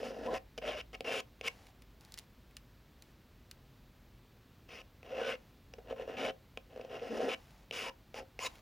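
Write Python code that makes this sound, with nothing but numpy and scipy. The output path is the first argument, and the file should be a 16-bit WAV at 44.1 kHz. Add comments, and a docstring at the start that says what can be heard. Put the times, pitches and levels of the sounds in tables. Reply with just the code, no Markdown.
"""A stiff card scrapes wet paint over paper taped to a board, heard close by in a quiet room, in stereo.
Strokes rasp from the start: random snags of the edge drive resonances of board, sheet, card and fibres.
Slips jolt the same bodies; from 0.6 s, taps mark the card landing. From 1.5 s soft brushing and clicks,
made of filtered noise and impulses, fill a long pause. Strokes resume at 4.7 s and go on nearly to the end.
Steady air noise and a wavering low hum lie beneath, and short sparse reflections follow each near sound."""
import sys
import numpy as np
from scipy import signal
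from scipy.fft import rfft, irfft, next_fast_len
from scipy.io import wavfile
from scipy.ndimage import uniform_filter1d

SR = 44100
rng = np.random.default_rng(int(sys.argv[2]) if len(sys.argv) > 2 else 0)


def wav_record(signal):
    """Record a signal, one row per channel, as 16-bit PCM in the file named by sys.argv[1]."""
    frames = np.transpose(np.atleast_2d(signal))
    bounded = np.clip(frames, -1, 1)
    # unit amplitude maps onto the largest positive 16-bit level
    quanta = np.round(bounded * 32767).astype(np.int16)
    wavfile.write(sys.argv[1], SR, quanta)


N = 379701

# Levels in the tables are relative unless a comment says otherwise.
# Pushes of the card: each swells to a crest and eases off. Bite is the rasp over the board's drone;
# flick is the change of bite by the end; hiss is the fibres against the rasp. Columns:
# start t/s, rise t/s, fall t/s, force level/dB, swell/dB, ease/dB, bite/dB, flick/dB, hiss/dB
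PUSHES = [ (0.0, 0.04, 0.06, -41, 1.5, 8, -13.5, 5.5, -4),
          (0.103, 0.025, 0.094, -43.5, -2, -4, -19.5, -5, -3.5),
          (0.232, 0.024, 0.012, -36.5, 1.5, 0, -16, -4.5, -7),
          (0.275, 0.043, 0.035, -34.5, 0, -4, -31.5, 8, -7),
          (0.339, 0.015, 0.029, -36, -3.5, 18, -12, 16.5, -9),
          (0.615, 0.055, 0.06, -37, 13, 8, -5.5, 1.5, -13),
          (0.755, 0.016, 0.043, -44, 4, 7.5, -3.5, 10.5, -12),
          (0.93, 0.02, 0.0082, -42.5, 14, 7, 0, -7, -11),
          (1.044, 0.074, 0.089, -36.5, 4, 9.5, -8, 14.5, -10.5),
          (1.429, 0.015, 0.04, -44, 12, 3.5, -2, 20, -10.5),
          (4.685, 0.0558, 0.077, -53, 6, 2.5, 1, -0.5, -9.5),
          (5.042, 0.14, 0.027, -40, 12.5, -2.5, -11.5, 3, -13),
          (5.236, 0.056, 0.067, -38, 5.5, 15.5, -2.5, 3, -14),
          (5.783, 0.012, 0.06, -56.5, -16, 20, -20.5, -12, -9),
          (5.845, 0.055, 0.04, -40.5, 22, 34, -16.5, 9, -21),
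          (5.959, 0.051, 0.083, -42, 8.5, 10, -15.5, 0, -17),
          (6.064, 0.025, 0.065, -44.5, 10, 1.5, -12.5, -0.5, -15),
          (6.168, 0.092, 0.052, -32, 9, 12.5, -7, -2, -13.5),
          (6.694, 0.095, 0.088, -49.5, 9.5, 3, -15, -1, -25),
          (6.892, 0.05, 0.062, -39.5, 8, 16, -15, 9, -13.5),
          (7.016, 0.03, 0.055, -39.5, 4.5, 10.5, -15.5, 7, -8),
          (7.105, 0.068, 0.062, -34.5, 7, -2.5, -16.5, -4, -6.5),
          (7.288, 0.014, 0.045, -36, -4, 7.5, -5.5, 9.5, -13),
          (7.724, 0.055, 0.12, -45, 3.5, -0.5, 4.5, -6, -9.5),
          (8.147, 0.044, 0.042, -43, 10, 7.5, -1, -24.5, -5.5),
          (8.397, 0.07, 0.014, -41, 14.5, 20, 4.5, -4, -4), ]
# Passing resonances, set by where the card bears on the sheet: start t/s, end t/s, f/Hz, width/Hz, level/dB
PASSING_MODES = [(0.01, 0.337, 238, 117, -54), (0.26, 0.361, 1006, 130, -47.5),
                 (0.629, 0.762, 605, 92.5, -42.5), (1.046, 1.156, 2760, 250, -43.5),
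                 (5.09, 5.346, 522, 111, -44), (5.21, 5.327, 1490, 221, -47.5),
                 (6.15, 6.288, 241, 120, -53.5), (6.179, 6.295, 616, 90, -44), (7.093, 7.25, 261, 123, -47),
                 (7.838, 7.91, 974, 250, -50), (8.155, 8.2, 832, 105, -53.5),
                 (8.404, 8.48, 1034, 258, -46.5), (8.423, 8.474, 6960, 593, -49.5),
                 (8.449, 8.472, 3880, 420, -44)]
# The edge sticks and jumps free: t/s, force level/dB, bite level/dB (against force)
SLIPS = [(0.03, -24.5, -8), (0.066, -27.5, -19), (0.162, -31.5, -23), (0.262, -31, 2), (0.585, -29.5, 4.5),
         (0.622, -30, -15), (1.202, -43, 24), (1.443, -56, -6), (1.479, -40.5, 26.5), (5.196, -37, -36),
         (5.215, -25.5, -33), (5.909, -24.5, -35), (5.926, -24.5, -30), (5.997, -28.5, -9),
         (6.077, -26, -25), (6.097, -27, -22), (6.761, -29, -13), (6.775, -28, -12), (6.796, -29.5, -30),
         (6.812, -33, 0), (6.848, -35, 0), (6.944, -37, -16), (7.018, -44, -28), (7.203, -21.5, -47),
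         (8.473, -40, 13.5)]
# The card lands on the paper: t/s, level/dB
TAPS = [(0.5779, -32.5), (0.5813, -34), (0.9314, -42), (1.0071, -29), (1.4114, -32.5), (5.03, -45),
        (5.7374, -37.5), (6.5737, -32), (7.7106, -33.5), (8.143, -35), (8.391, -31.5)]
# Faint brushing of card and fingers: start t/s, end t/s, level/dB
BRUSHES = [(1.475, 1.708, -58), (2.006, 2.246, -61.5), (3.03, 3.12, -67.5), (5.364, 5.514, -67.5),
           (7.35, 7.648, -60.5), (8.453, 8.602, -56)]
# Small ticks of fingers and grit on the card: t/s, snap level/dB, clack level/dB (against snap)
TICKS = [(1.6688, -51, -9.5), (1.8213, -51, -7.5), (2.01, -45.5, -28), (2.05, -45, -23),
         (2.122, -37.5, -28), (2.1415, -32.5, -22), (2.176, -42.5, -6), (2.1827, -42, -8),
         (2.1886, -29.5, -28), (2.195, -41, -15), (2.5097, -70, 4), (2.5681, -35, -14.5),
         (3.0231, -41, -17.5), (3.513, -34.5, -17.5), (4.805, -56, -5), (7.5069, -72, 7.5),
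         (8.5547, -54, -4.5)]
# Resonances of board, taped sheet, card, creeping card edge, fibres and torn fibres: f/Hz, width/Hz, level/dB
BOARD_MODES = [(250, 55, -9.5), (324, 20, -13.5), (426, 64, -5), (476, 52, -0.5), (532.6, 32, -0.5),
               (649, 92, -5.5), (750.5, 45, -5)]
SHEET_MODES = [(1056, 70, 7), (1294, 234, 4), (1508, 106, -0.5), (1698, 100, 2), (1866, 73, 1)]
CARD_MODES = [(2226, 305, 4.5), (2632, 460, 2.5), (2860, 190, 5), (3260, 760, -6), (3680, 220, -9.5)]
CREEPING_EDGE_MODES = [(2705, 550, 2.5), (5650, 510, -13.5)]
FIBRE_MODES = [(4410, 460, 2.5), (4760, 370, -8), (5003, 240, 10), (5380, 490, 4.5), (5830, 350, 3)]
TORN_FIBRE_MODES = [(6490, 450, 2.5), (6930, 720, 4), (8170, 1500, 3.5), (9900, 1300, -6.5),
                    (11400, 1400, -3.5), (14500, 2800, -8)]
# Spectra of brushing, tick snaps and room air: f/Hz, spectral level/dB (per Hz)
BRUSH_SPECTRUM = [(300, -5.5), (800, 5), (1300, -3.5), (2000, -2.5), (3300, -7), (5000, -8), (7000, -11.5),
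                  (8500, -13), (10200, -16), (12000, -16), (16000, -20)]
TICK_SPECTRUM = [(700, -11), (2000, -24), (4000, 7.5), (6500, 0.5), (9000, 2), (11000, -4.5), (13000, -6),
                 (16000, -2)]
AIR_SPECTRUM = [(15, -51), (25, 0.5), (64, -8), (130, -8.5), (153, -14), (255, -14), (284, -17.5),
                (450, -22.5), (488, -22.5), (589, -24.5), (693, -26.5), (4010, -34), (9520, -47.5),
                (12500, -42.5), (15900, -39.5)]
# Low hum in the building: t/s, rms level/dB (re full scale, before the bass roll-off)
HUM_LEVEL = [(0, -62.5), (0.95, -60), (1.1, -73), (1.6, -67), (2.4, -68), (2.75, -62), (2.9, -78),
             (5.4, -77), (5.6, -66.5), (6.05, -64), (6.3, -75), (8.6, -76)]
# Phase of left channel against right: f/Hz, phase/rad
STEREO_PHASE = [(0, 0), (1380, -0.3), (3100, 0.5), (7490, -0.3), (7750, -1.5), (8870, -3.9), (9730, -6.3),
                (10500, -6.3), (11500, -9.0), (12300, -9.5), (13200, -12.2), (14600, -12.8), (15700, -15.9),
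                (16000, -18.5)]
# Left channel against right: f/Hz, level/dB
STEREO_BALANCE = [(100, 16.5), (300, -0.8), (800, 1.5), (1200, 1), (1650, -3.5), (2000, 2), (3500, 2),
                  (5500, 0), (15000, 0)]
# Decay of the room: f/Hz, t60/s
ROOM_DECAY = [(200, 0.25), (800, 0.24), (3000, 0.14), (8000, 0.11), (16000, 0.03)]

FILTER_SIZE = 4096
TIME = np.arange(N) / SR  # s
HZ = np.fft.rfftfreq(FILTER_SIZE, 1 / SR)

JOIN_S = 0.06  # a push followed within this gap runs straight into the next
EDGE_S = 0.0025  # time for the edge to take hold or let go
EASE_CURVE, FLICK_CURVE = 1.86, 2.33  # powers of the elapsed share: both come late
SHEET_DB, SHEET_FOLLOWS = -4, 0.56  # sheet against board, and its share of the bite
# A weak bite means a slow card that moves in jerks: rms depth, spacing, and bite at full depth
STUTTER_DB, STUTTER_S, STICKY_BITE_DB = 1.55, 0.012, -9
# Share by which full bending raises the card's modes, force for full bending, rms share of pitch wander
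FLEX, FLEX_DB, FLEX_WANDER = 0.048, -40, 0.042


def gain_of(db):
    """Converts level to amplitude: 20 dB per factor of ten."""
    return 10 ** (np.asarray(db) / 20)


def evened(x):
    """Normalises a signal to unit root mean square."""
    return x / np.sqrt(np.mean(x ** 2) + 1e-20)


def read(points, hz):
    """Interpolates a spectral table linearly in log frequency."""
    f, value = np.transpose(points)
    return np.interp(np.log(hz + 1), np.log(f + 1), value)


def gate(start, end, fade):
    """Unit window between two times, with linear ramps."""
    return np.clip(np.minimum(TIME - start, end - TIME) / fade + .5, 0, 1)


def colour(x, gain):
    """Minimum-phase filtering: the folded cepstrum makes a causal response, here of unit energy."""
    cepstrum = irfft(np.log(np.maximum(gain / gain.max(), 1e-5)))
    cepstrum[1:FILTER_SIZE // 2] *= 2
    cepstrum[FILTER_SIZE // 2 + 1:] = 0
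    response = irfft(np.exp(rfft(cepstrum)))
    return signal.oaconvolve(x, response / np.linalg.norm(response))[:N]


def peaks(modes, skirt):
    """Modal response: resonance powers add; skirt sets how steeply each falls away."""
    power = 0
    for hz, width, db in modes:
        detuning = (HZ - hz * hz / (HZ + 1)) / width
        power = power + gain_of(db) ** 2 / (1 + detuning ** 2) ** skirt
    return np.sqrt(power)


def scattered(force):
    """Random signs decorrelate the fine grain of a force and keep its envelope."""
    return force * rng.choice([-1, 1], N)


def background():
    """Stationary noise of room air, nearly equal in both channels, plus a frequency-wandering hum."""
    noises = rng.standard_normal((3, N))
    shared, left, right = (evened(colour(z, gain_of(read(AIR_SPECTRUM, HZ)))) for z in noises)
    air = gain_of(-60.3) * (shared + gain_of(-23.5) * np.array([left, right]))
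    wander = evened(uniform_filter1d(rng.standard_normal(N), size=4000))
    hum_hz = 51.0 * (1 + 0.0592 * wander)
    hum = evened(np.sin(2 * np.pi * np.cumsum(hum_hz) / SR))
    return air + gain_of(np.interp(TIME, *np.transpose(HUM_LEVEL))) * hum


def tooth(per_s, spread_db, smooth):
    """Random excitation: the edge snags fibres, some harder than others, over a smooth rub."""
    size = gain_of(spread_db * np.minimum(rng.exponential(1, N), 3))
    snags = size * rng.choice([-1, 1], N) * (rng.random(N) < per_s / SR)
    force = evened(snags) + smooth * rng.standard_normal(N)
    return force / np.sqrt(uniform_filter1d(force ** 2, size=700) + 1e-9)  # the hand holds mean force steady


def chatter(hz, jitter, depth):
    """Stick-slip: the card flexes and lets go in uneven cycles; friction peaks as each begins."""
    wander = evened(uniform_filter1d(rng.standard_normal(N), size=180))
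    turns = np.cumsum(hz * np.exp(jitter * wander)) / SR
    return evened(np.exp(-depth * (turns % 1)))


def push(jerks, start, crest, end, force_db, swell_db, ease_db, bite_db, flick_db, hiss_db):
    """Force envelope: one push swells and eases while the drive shifts between board and card."""
    held = gate(start, end, fade=EDGE_S)
    on, level = held > 0, np.zeros((4, N))
    t = TIME[on]
    bite = bite_db + flick_db * np.interp(t, [start, end], [0, 1]) ** FLICK_CURVE
    swell = swell_db * np.interp(t, [start, crest], [1, 0])
    ease = ease_db * np.interp(t, [crest, end], [0, 1]) ** EASE_CURVE
    stutter = STUTTER_DB * np.clip(bite / STICKY_BITE_DB, 0, 1) * jerks[on]
    board = force_db - swell - ease + stutter
    sheet = board + SHEET_DB + SHEET_FOLLOWS * bite
    card = board + bite
    level[:, on] = held[on] * gain_of([board, sheet, card, card + hiss_db])
    return level


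def scraping():
    """Friction drive: push envelopes and stick-slip modulate snags on board, sheet, card and fibres."""
    jerks = evened(np.interp(TIME / STUTTER_S, np.arange(N), rng.uniform(-0.91, 1, N)))
    start, rise, fall, *shape = np.transpose(PUSHES)
    crest, end = start + rise, start + rise + fall
    following = np.append(start[1:], np.inf)
    end = np.where(following - end < JOIN_S, following, end)
    level = sum(push(jerks, *row) for row in zip(start, crest, end, *shape))
    coarse = tooth(per_s=1700, spread_db=2.0, smooth=0.45)
    fine = tooth(per_s=5600, spread_db=4.5, smooth=0.91)
    board_and_sheet = gain_of(-3.5) * coarse
    forces = np.array([board_and_sheet, board_and_sheet, gain_of(-3) * coarse, gain_of(-2.0) * fine])
    return level * forces * chatter(hz=139.9, jitter=0.65, depth=0.32)


def rustling(force):
    """Spatial decorrelation: the sheet is wide, so the two channels carry partly different patches."""
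    near = colour(force, peaks(SHEET_MODES, skirt=1.315))
    aside = gain_of(-10) * colour(scattered(force), peaks(SHEET_MODES, skirt=3.3))
    return stereo(near) + np.array([aside, -aside])


def flexing(force):
    """Bending raises the card's modes by time warping; a slow, creeping edge rings modes of its own."""
    strength = np.sqrt(abs(uniform_filter1d(force ** 2, size=500)) + 1e-14)
    bend = np.minimum(strength / gain_of(FLEX_DB), 1)
    wander = evened(uniform_filter1d(rng.standard_normal(N), size=1500))
    pitch = 1 + FLEX * bend + FLEX_WANDER * wander
    clock, at = np.cumsum(pitch / pitch.mean()), np.arange(N)
    # ring in warped time, then return to true time
    ring = colour(np.interp(at, clock, force * bend ** 0.1), peaks(CARD_MODES, skirt=1.96))
    creep = colour(scattered(force) * (1 - bend), peaks(CREEPING_EDGE_MODES, skirt=1.93))
    return gain_of(1.25) * np.interp(clock, at, ring) + creep


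def rasping(force):
    """Nonlinear friction: a weak drive only rubs the fibres; a strong one tears them and adds fizz."""
    strength = np.sqrt(abs(uniform_filter1d(force ** 2, size=900)) + 1e-14)
    tearing = np.minimum(strength / gain_of(-52.5), 1) ** 0.45
    rub = colour(force, peaks(FIBRE_MODES, skirt=1.24))
    fizz = colour(force * tearing, peaks(TORN_FIBRE_MODES, skirt=1.64))
    return gain_of(-0.5) * rub + gain_of(-2) * fizz


def singing():
    """Resonance: gated white noise, independent of the scraping force, feeds passing modes."""
    out = np.zeros(N)
    for start, end, hz, width, db in PASSING_MODES:
        noise = gate(start, end, fade=0.018) * rng.standard_normal(N)
        out += gain_of(db) * colour(noise, peaks([(hz, width, 0)], skirt=3.1))
    return out


def blows(times, level_db, crunch, decay):
    """Impulsive excitation: one sharp push with a brief, exponentially decaying crunch of fibres."""
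    out, t = np.zeros(N + SR), np.arange(512) / SR
    for s, db, grit in zip(times, level_db, rng.standard_normal((len(times), 512))):
        grit = grit * np.exp(-t / decay)
        blow = crunch * grit / np.linalg.norm(grit) + (t == 0)
        out[max(round(s * SR), 0):][:len(t)] += gain_of(db) * blow / np.linalg.norm(blow)
    return out[:N]


def judder(x, hz, before, after):
    """Repeated release: a slip comes as three quick jumps, in step with the board's ring."""
    period = SR / hz
    at = np.arange(N)
    early, late = (np.interp(at + shift, at, x, left=0, right=0) for shift in (period, -period))
    return (x + before * early + after * late) / (1 + before + after)


def slipping():
    """Sudden release of stored strain: single large jumps of the edge strike all four bodies."""
    s, force_db, bite_db = np.transpose(SLIPS)
    jump = blows(s + 0.00096, force_db, crunch=0.53, decay=0.0029)
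    thud = gain_of(15.0) * judder(jump, hz=542, before=0.22, after=0.19)
    catch = gain_of(-1) * blows(s, force_db + bite_db, crunch=0.73, decay=.0031)
    tear = gain_of(-8.5) * blows(s, force_db + bite_db, crunch=4.2, decay=0.0037)
    return np.array([thud, gain_of(-14.0) * catch, catch, tear])


def tapping():
    """Impact: a dead knock in the board and a clack in the card; the taped sheet gets a weaker share."""
    s, db = np.transpose(TAPS)
    knock = gain_of(14) * blows(s, db, crunch=0.34, decay=0.0034)
    clack = gain_of(12.5) * blows(s, db, crunch=1.0, decay=0.00047)
    crackle = gain_of(1.5) * blows(s, db, crunch=6.9, decay=0.0015)
    return np.array([knock, gain_of(-11) * clack, clack, crackle])


def brushing():
    """Light friction: soft sliding with almost no pressure, fading as the hand slows."""
    level = np.zeros(N)
    for start, end, db in BRUSHES:
        fade_db = 12 * np.maximum(TIME - start, 0)  # 12 dB per second
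        level += gate(start, end, fade=0.0065) * gain_of(db - fade_db)
    rub = level * tooth(per_s=1800, spread_db=3.0, smooth=0.6)
    return gain_of(-6.0) * colour(rub, gain_of(read(BRUSH_SPECTRUM, HZ)))


def ticking():
    """Impulse response of the free card: thin clicks off the board, each a snap and a clack."""
    s, snap_db, clack_db = np.transpose(TICKS)
    snap = colour(blows(s, snap_db, crunch=0.32, decay=0.0025), gain_of(read(TICK_SPECTRUM, HZ)))
    clack = colour(blows(s, snap_db + clack_db, crunch=5.1, decay=0.0034), peaks(CARD_MODES, skirt=0.57))
    return gain_of(9.0) * snap + gain_of(23) * clack


def stereo(x):
    """Stereo colouring: a frequency-dependent phase and level difference between the channels."""
    size = next_fast_len(N + FILTER_SIZE)
    hz = np.fft.rfftfreq(size, 1 / SR)
    half = gain_of(read(STEREO_BALANCE, hz) / 2) * np.exp(1j * read(STEREO_PHASE, hz) / 2)
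    return irfft(rfft(x, size) * np.array([half, 1 / half]), size)[:, :N]


def room(x):
    """Reverberation: sparse reflections, different in each channel, each band decaying at its own rate."""
    taps = rng.choice([-1., 1.], (2, SR // 2)) * (rng.random((2, SR // 2)) < 3000 / SR)
    taps[:, :SR // 250] = 0  # no reflection in the first 4 ms
    hz, t, z = signal.stft(taps, SR, nperseg=256)
    decay = gain_of(-60 * t / read(ROOM_DECAY, hz)[:, None])
    tail = signal.istft(z * decay, SR, nperseg=256)[1]
    return signal.fftconvolve(x[None], tail / np.linalg.norm(tail[0]), axes=1)[:, :N]


def scene():
    """Superposition: strokes, slips and taps all ring the same board, sheet, card and fibres."""
    on_board, on_sheet, on_card, on_fibres = scraping() + slipping() + tapping()
    sheet = rustling(on_sheet)
    near = colour(on_board, peaks(BOARD_MODES, skirt=1.32)) + flexing(on_card) + rasping(on_fibres)
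    near = near + singing() + brushing() + ticking()
    reflections = gain_of(-19.0) * room(near + sheet.mean(0))
    return stereo(near) + sheet + reflections + background()


def record(dry):
    """Linear band limiting: a bass roll-off at 37 Hz and a steep upper edge at 15950 Hz."""
    rolled_off = signal.sosfilt(signal.butter(5, 37, "high", fs=SR, output="sos"), dry)
    low_pass = signal.firwin(511, 15950, window=("kaiser", 9), fs=SR)
    return signal.oaconvolve(rolled_off, low_pass[None], "same")


dry = scene()
out = record(dry)
wav_record(out)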